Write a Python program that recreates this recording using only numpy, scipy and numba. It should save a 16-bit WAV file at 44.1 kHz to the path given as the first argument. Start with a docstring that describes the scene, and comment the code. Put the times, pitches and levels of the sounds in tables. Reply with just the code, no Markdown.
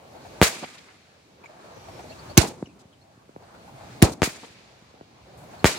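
"""Firework cake in an open field.

Lift charges boom from the tubes and shells crack high above, each crack arriving twice: direct
and off the ground. Grass and trees scatter every shot; hedges and far walls throw it back.
The shots overload a camera's two-port microphone: its gain ducks for about a second, then far
traffic, birds and faint hollow blips swell back."""
import sys
import numpy as np
from scipy import signal
from scipy.io import wavfile
from scipy.ndimage import uniform_filter1d
from numba import njit

SR = 44100
rng = np.random.default_rng(int(sys.argv[2]) if len(sys.argv) > 2 else 0)


def store_wav(level_fs):
    """Save 16-bit WAV to argv[1]."""
    pcm = np.round(np.clip(np.atleast_2d(level_fs), -1, 1) * 32767)
    wavfile.write(sys.argv[1], SR, pcm.T.astype(np.int16))


N = 254898


def undb(db):
    """Decibels to gain."""
    return 10 ** (np.asarray(db) / 20)


def panned(db, lean_db):
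    """Stereo gains: the left raised by lean_db, the right lowered by as much."""
    return undb(db + lean_db * np.array([[1], [-1]]))


def add(out, x, s):
    """Mix x into out from s seconds on."""
    i = int(round(s * SR))
    n = max(min(x.shape[-1], N - i), 0)
    out[:, i:i + n] += x[..., :n]


def band(n, hz, octaves, alike_below_hz=550):
    """Diffuse noise band of rms near 1; both ports hear nearly the same bass."""
    edges = np.clip(hz * 2 ** (np.array([-octaves, octaves]) / 2), 20, SR / 2.1)
    bandpass = signal.butter(2, edges, "band", fs=SR, output="sos")
    x = signal.sosfilt(bandpass, rng.standard_normal((2, n + 2000)))[:, 2000:]
    x = x / x.std()
    alike = 1 / (1 + (hz / alike_below_hz) ** 2)
    mid, side = np.sqrt((1 + alike) / 2) * x[0], np.sqrt((1 - alike) / 2) * x[1]
    return np.array([mid + side, mid - side])


def wander(rate_hz, n=N):
    """Smooth random drift with a spread near 1."""
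    hold = int(SR / rate_hz)
    steps = np.repeat(rng.standard_normal(n // hold + 1), hold)
    return 1.3 * uniform_filter1d(uniform_filter1d(steps, hold), hold)[:n]


def traffic_and_air():
    """The bed: rumble and roar of far traffic under a hiss of air, flickering in half-octave bands."""
    # Each row: frequency in Hz, relative noise density in dB.
    spectrum = [(24, -41), (40, -14), (108, -3.5), (427, -13), (621, -8), (1410, -20), (1730, -21),
                (3220, -24.5), (4460, -25), (5050, -26.5), (15500, -44.5)]
    # Each row: time in seconds, swell of the traffic in dB.
    traffic_swell = [(0, 1), (.4, 0.5), (.9, 1), (1.3, 1), (1.6, 4), (1.9, 0), (2.35, 0.5), (2.7, -0.5),
                     (3.0, 0), (3.3, 1), (3.6, 1.5), (4.0, -0.5), (4.6, 3), (5.2, 3), (5.65, 3.5)]
    t = np.arange(N) / SR
    rumble_db = -2 + .89 * t
    roar_db = np.interp(t, *np.transpose(traffic_swell))
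    air_db = -3.5 + .4 * roar_db
    top_db = 10 * (t > 5.375) * np.exp(-np.abs(t - 5.375) / .11)  # the treble jumps once and sinks back
    roar_flicker_db = .7 * wander(16)
    layers_db = [rumble_db, roar_db + roar_flicker_db, air_db, top_db]
    spectrum_hz, density_db = np.transpose(spectrum)
    out = 0
    for hz in 45 * 2 ** np.arange(0, 8.6, .5):
        layer = np.searchsorted([300, 1700, 6500], hz)
        band_db = np.interp(np.log(hz), np.log(spectrum_hz), density_db) + 10 * np.log10(hz / 100)
        flicker_db = (2.5 if hz < 1500 else 1.2) * wander(20)
        out += panned(band_db + layers_db[layer] + flicker_db, 1.2 * (hz > 6500)) * band(N, hz, .5)
    return undb(-44.5 - 5.5) * np.array([np.roll(out[0], 10), out[1]])  # reaches the right port first


def frayed_notes(notes, rough, flutter_hz):
    """Short notes, steady or gliding, each from its own side and frayed by the air on the way."""
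    out = np.zeros((2, N))
    for (s, length, start_hz, end_hz, db), lean_db in zip(notes, rng.uniform(-.5, 1.65, len(notes))):
        n = int(length * SR)
        flutter = uniform_filter1d(rng.standard_normal((2, 2, n)), int(SR / flutter_hz))
        fray = 1 + rough * (flutter[0] + 1j * flutter[1]) / flutter.std()
        glide = np.exp(2j * np.pi * np.cumsum(np.linspace(start_hz, end_hz, n)) / SR)
        envelope = signal.windows.tukey(n, .4) * np.exp(-.8 * np.arange(n) / n)
        add(out, panned(db, lean_db) * (fray * glide).imag * envelope, s)
    return out


def hollow_blips():
    """Faint 30 ms blips, often about an eighth of a second apart."""
    # Each row: start in seconds, pitch in Hz, level in dB.
    blips = [(.145, 643, -41), (.248, 696, -41), (1.435, 909, -37), (1.492, 625, -38.5), (1.64, 600, -41),
             (1.76, 536, -41), (1.88, 680, -41), (1.988, 723, -40.5), (2.038, 610, -44.5), (2.1, 647, -43),
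             (2.295, 600, -38.5), (3.42, 697, -41), (3.538, 730, -42), (3.543, 1343, -45.5),
             (3.675, 860, -44), (5.433, 694, -42.5), (5.53, 701, -40)]
    return frayed_notes([(s, .03, hz, hz, db) for s, hz, db in blips], rough=1.1, flutter_hz=450)


def blast(swing_ms, stretch, decay_ms, top_hz, right_lead_ms=0):
    """A pressure jump whose swings grow ever longer: the lows arrive late."""
    delay_ms = np.array([[max(right_lead_ms, 0)], [max(-right_lead_ms, 0)]])
    ms = np.arange(int(.1 * SR)) * 1000 / SR - delay_ms
    age_ms = np.maximum(ms, 0)
    phase = np.pi * np.log1p(age_ms / swing_ms) / np.log(stretch)
    wave = (ms >= 0) * np.cos(phase) * np.exp(-age_ms / decay_ms)
    return signal.sosfilt(signal.butter(2, top_hz, fs=SR, output="sos"), wave)


def scatter(bands, rise_ms, treble_db=0, far_db=0):
    """A wash of noise: a quick decay from the near ground, a slow tail from far trees."""
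    t = np.arange(SR) / SR
    bushes_db = 1.2 * wander(150, SR)  # single large bushes return all bands at once
    out = 0
    for hz, early_db, early_t60, late_db, late_t60 in bands:
        decay = undb(early_db - 60 * t / early_t60) + undb(late_db + far_db - 60 * t / late_t60)
        tail = band(SR, hz, 1.22) * decay
        patchy_db = 1.8 * wander(96, SR)
        out += tail * undb(bushes_db + patchy_db + treble_db * (hz > 1000))
    return out * (1 - np.exp(-1000 * t / rise_ms))


def add_echoes(out, s, db, walls, hedges):
    """Far walls slap a shot back whole; hedges smear it into a short rush."""
    for delay, echo_db, swing_ms, stretch, top_hz, right_lead_ms in walls:
        slap = blast(swing_ms, stretch, decay_ms=3.9, top_hz=top_hz, right_lead_ms=right_lead_ms)
        add(out, undb(db + echo_db) * slap, s + delay)
    for delay, length, hz, rush_db in hedges:
        n = int(length * SR)
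        add(out, undb(db + rush_db) * band(n, hz, 1.6) * signal.windows.tukey(n, .5), s + delay)


def shell_bursts():
    """A shell cracks aloft, cracks again off the ground and leaves a bright wash."""
    # Each row: start in seconds, blast level in dB, bounce trim in dB, bounce delay in ms,
    # scatter and echo trim in dB, far-tree trim in dB, woods level in dB, left over right in dB.
    shells = [(0.4154, 16, -6.5, 10.55, 3, -2.5, -40, 1), (4.2197, 8, -6, 10.8, -6, -1.6, -39, 8),
              (5.6443, 15.5, -9, 10.8, -3.5, 6, -39, 3)]
    # Reflections off the camera and tripod. Each row: delay in ms, relative level in dB.
    near_repeats = [(1.2, -23.5), (2.5, -9.5), (3.4, -10.5), (6.8, -14.5)]
    # Each row: band in Hz, early gain in dB, early T60 in seconds, late gain in dB, late T60 in seconds.
    foliage = [(96.6, -25, 0.13, -48.5, 1.2), (250, -14.5, 0.086, -32.5, 1.2), (600, -21, .25, -28, 0.8),
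               (1470, -9.5, 0.16, -30, 1.28), (3000, -14, 0.12, -26.5, 0.82), (6000, -10, 0.21, -30, 0.97),
               (11000, -13, 0.14, -39.5, 0.65)]
    # Each row: delay in seconds, gain in dB, swing in ms, stretch, top in Hz, right lead in ms.
    walls = [(.211, -15, 5.2, 1.31, 800, 0), (.225, -19, 4.6, 1.28, 700, 0.0085)]
    # Each row: delay in seconds, length in seconds, centre in Hz, gain in dB.
    hedges = [(0.195, 0.034, 3000, -38), (.211, .022, 535, -23.5), (.224, .014, 2190, -30.5),
              (0.33, .015, 2100, -42.5), (.363, 0.018, 3000, -39.5), (.47, 0.013, 1210, -41.5)]
    out = np.zeros((2, N))
    t, woods_t60_s = np.arange(2 * SR) / SR, 3.5
    for s, db, bounce_db, bounce_ms, scatter_db, far_db, woods_db, pan_db in shells:
        crack = panned(db, pan_db / 2) * blast(swing_ms=.25, stretch=3.3, decay_ms=3.6, top_hz=8000)
        add(out, crack, s)
        snap = signal.sosfilt(signal.butter(1, (800, 5000), "band", fs=SR, output="sos"), crack)
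        for delay_ms, repeat_db in near_repeats:
            add(out, undb(repeat_db) * snap, s + delay_ms / 1000)
        # Rough ground returns the crack in two thinner pieces, the second with its sides swapped.
        bounce_s = s + bounce_ms / 1000
        bounce = blast(swing_ms=.3, stretch=3.6, decay_ms=1.5, top_hz=7500)
        add(out, undb(db + bounce_db + 2.5) * bounce, bounce_s)
        add(out, undb(bounce_db + 6.5) * snap[::-1], bounce_s + .6 / 1000)
        wash = undb(scatter_db + 3) * scatter(foliage, rise_ms=3.5, far_db=far_db)
        add(out, undb(-9) * wash[:, :int(bounce_ms * SR / 1000)], s)  # softer until the bounce lands
        add(out, wash, bounce_s)
        farthest_woods = undb(woods_db - 60 * t / woods_t60_s) * band(2 * SR, 2600, 1.9)
        add(out, farthest_woods, s)
        add_echoes(out, s, scatter_db, walls, hedges)
    return out


def birds():
    """Short chirps and one slow, falling whistle."""
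    # Each row: start in seconds, length in seconds, first pitch in Hz, last pitch in Hz, level in dB.
    chirps = [(1.436, .021, 2320, 2420, -43.5), (1.456, 0.017, 2330, 2190, -39),
              (1.452, .02, 6950, 7000, -55), (1.705, .025, 4220, 4330, -60),
              (1.785, 0.033, 4880, 4470, -64), (2.02, .03, 6150, 5840, -62), (2.094, .031, 4300, 4400, -53),
              (2.115, 0.024, 2640, 2780, -53), (2.185, 0.034, 4440, 4700, -56),
              (2.29, 0.045, 4310, 4680, -53.5), (2.655, 0.023, 3000, 2600, -39.5),
              (2.655, .022, 6030, 5400, -48), (2.683, .045, 2590, 2500, -53),
              (2.925, 0.022, 3240, 3080, -48.5), (3.01, .026, 4250, 4300, -53.5),
              (5.591, 0.022, 4300, 4300, -52)]
    whistle_hz, length_s, fall_hz_per_s = 6130, .34, 2650
    whistle = (1.7, length_s, whistle_hz, whistle_hz - fall_hz_per_s * length_s, -61.5)
    chirping = frayed_notes(chirps, rough=1.1, flutter_hz=380)
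    return chirping + frayed_notes([whistle], rough=1.2, flutter_hz=250)


def capsule_squeal(n, hz, rough):
    """A shock overloads the microphone capsules into a squeal, part tone and part noise."""
    tone = np.sin(2 * np.pi * hz * np.arange(n) / SR + np.array([[0], [2.]]))
    return (1 - rough) * tone + rough * band(n, hz / 2, 4.1)


def lift_charges():
    """A small pop, a shock that makes the capsules squeal, then the boom and ring of the tube."""
    # Each row: blast level in dB, scatter and echo trim in dB, treble trim in dB, squeal pitch in Hz,
    # squeal level in dB, squeal roughness from 0 to 1, hold-off of the left wash in ms.
    charges = [(18, 0.5, 3, 6400, 18.5, 0.5, 30), (19, -1.5, -2.5, 9700, 9.5, 0.37, 1.8)]
    # When each charge fires, in seconds.
    starts = (2.3764, 4.0244)
    # Each row: band in Hz, early gain in dB, early T60 in seconds, late gain in dB, late T60 in seconds.
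    foliage = [(103, -13.5, 0.21, -38, 1.4), (243, -7, 0.18, -26.5, 1.3), (600, -2, 0.21, -31.5, 1),
               (1330, -5.5, 0.13, -44.5, .8), (3000, -10.5, 0.17, -43, 0.7), (6000, -8, 0.18, -39.5, .8),
               (10960, -23.5, 0.21, -55.5, 0.57)]
    # Each row: delay in seconds, gain in dB, swing in ms, stretch, top in Hz, right lead in ms.
    walls = [(.063, -4.5, 5.7, 1.22, 700, 0), (0.25, -2.5, 3.04, 1.475, 835, -.05),
             (.296, -24, 2.3, 1.37, 600, 0), (0.478, -26, 4.7, 1.8, 500, 0), (.80, -25.5, 5, 1.5, 400, 0),
             (0.916, -23.5, 1.95, 1.42, 900, 0.49), (0.986, -16, 0.83, 1.57, 1090, 0.4)]
    # Each row: delay in seconds, length in seconds, centre in Hz, gain in dB.
    hedges = [(.03, .04, 700, -23.5), (0.09, 0.029, 6000, -28.5), (.41, 0.041, 4870, -48)]
    out = np.zeros((2, N))
    n = int(.0022 * SR)  # length of the squeal
    ms = np.arange(int(.06 * SR)) * 1000 / SR
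    tube_overtone = np.sin(2 * np.pi * 344 * ms / 1000) * np.exp(-ms / 7.2)
    boom = blast(swing_ms=24, stretch=1.16, decay_ms=5.4, top_hz=1500, right_lead_ms=-.55)
    ground_heave = blast(swing_ms=14, stretch=2.6, decay_ms=17, top_hz=600)
    for s, (db, scatter_db, treble_db, squeal_hz, squeal_db, rough, hold_ms) in zip(starts, charges):
        add(out, undb(squeal_db) * capsule_squeal(n, squeal_hz, rough), s)
        add(out, -undb(db - 5.5) * np.hanning(n), s + .00018)  # the capsules are pushed in
        gas_jet = band(3 * n, 1700, 1.6) * np.exp(-np.arange(3 * n) / n)
        add(out, undb(db - 11.5) * gas_jet, s)
        pop = blast(swing_ms=.6, stretch=2.2, decay_ms=2.5, top_hz=3500)
        pop[:, :2 * n] += undb(-7.5) * band(2 * n, 2500, 2.5)
        add(out, undb(-17) * pop, s - 4.9 / 1000)
        add(out, panned(db, -1.5) * boom, s + .002)
        add(out, panned(db - 7, -4) * tube_overtone, s + .0025)
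        add(out, panned(db - 10, 1.5) * ground_heave, s + .0067)
        ground_bounce = band(n // 2, 5600, 2.2)
        add(out, undb(db - 18 + treble_db) * ground_bounce, s + .0063)
        wash = undb(scatter_db + .5) * scatter(foliage, rise_ms=.8, treble_db=treble_db)
        wash[0] *= np.clip((np.arange(SR) * 1000 / SR - hold_ms) / 8, .03, 1)  # the left opens late
        add(out, wash, s + .002)
        add_echoes(out, s, scatter_db, walls, hedges)
    return out


def scene():
    """Three shell bursts and two lift charges over the quiet field."""
    return shell_bursts() + lift_charges() + birds() + hollow_blips() + traffic_and_air()


@njit
def duck(peak, threshold, depth_db, start_db, attack, hold_s, release_db_per_s):
    """Camera gain in dB: dives while the input is over the threshold, holds, then climbs back evenly."""
    out, db, wait = np.empty(len(peak)), start_db, 0.
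    for i in range(len(peak)):
        if peak[i] > threshold:
            db += (depth_db - db) * attack
            wait = hold_s * SR
        elif wait > 0:
            wait -= 1
        else:
            db = min(db + release_db_per_s / SR, 0.)
        out[i] = db
    return out


def record(dry):
    """The camera: port resonances, bass cut, ducking, preamp hiss, soft clipping and a steep top cut."""
    # Microphone port resonances. Each row: centre in Hz, width in Hz, level in dB.
    ports = [(2380, 490, -3), (4300, 1500, -8), (6800, 1300, -8)]
    ring = sum(undb(db) * signal.lfilter(*signal.iirpeak(hz, hz / width, SR), dry)
               for hz, width, db in ports)
    x = signal.sosfilt(signal.butter(4, 58, "high", fs=SR, output="sos"), dry + ring)
    gain_db = duck(np.abs(x).max(axis=0), threshold=.7, depth_db=-13.5, start_db=-6.5,
                   attack=.1, hold_s=.81, release_db_per_s=20)
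    hiss = undb(-71) * band(N, 3000, 1.8)
    x = x * undb(gain_db) + hiss
    clipped = x / (1 + (np.abs(x) / .94) ** 4) ** .25
    return signal.sosfilt(signal.ellip(8, .2, 80, 16000, fs=SR, output="sos"), clipped)


dry = scene()
out = record(dry)
store_wav(out)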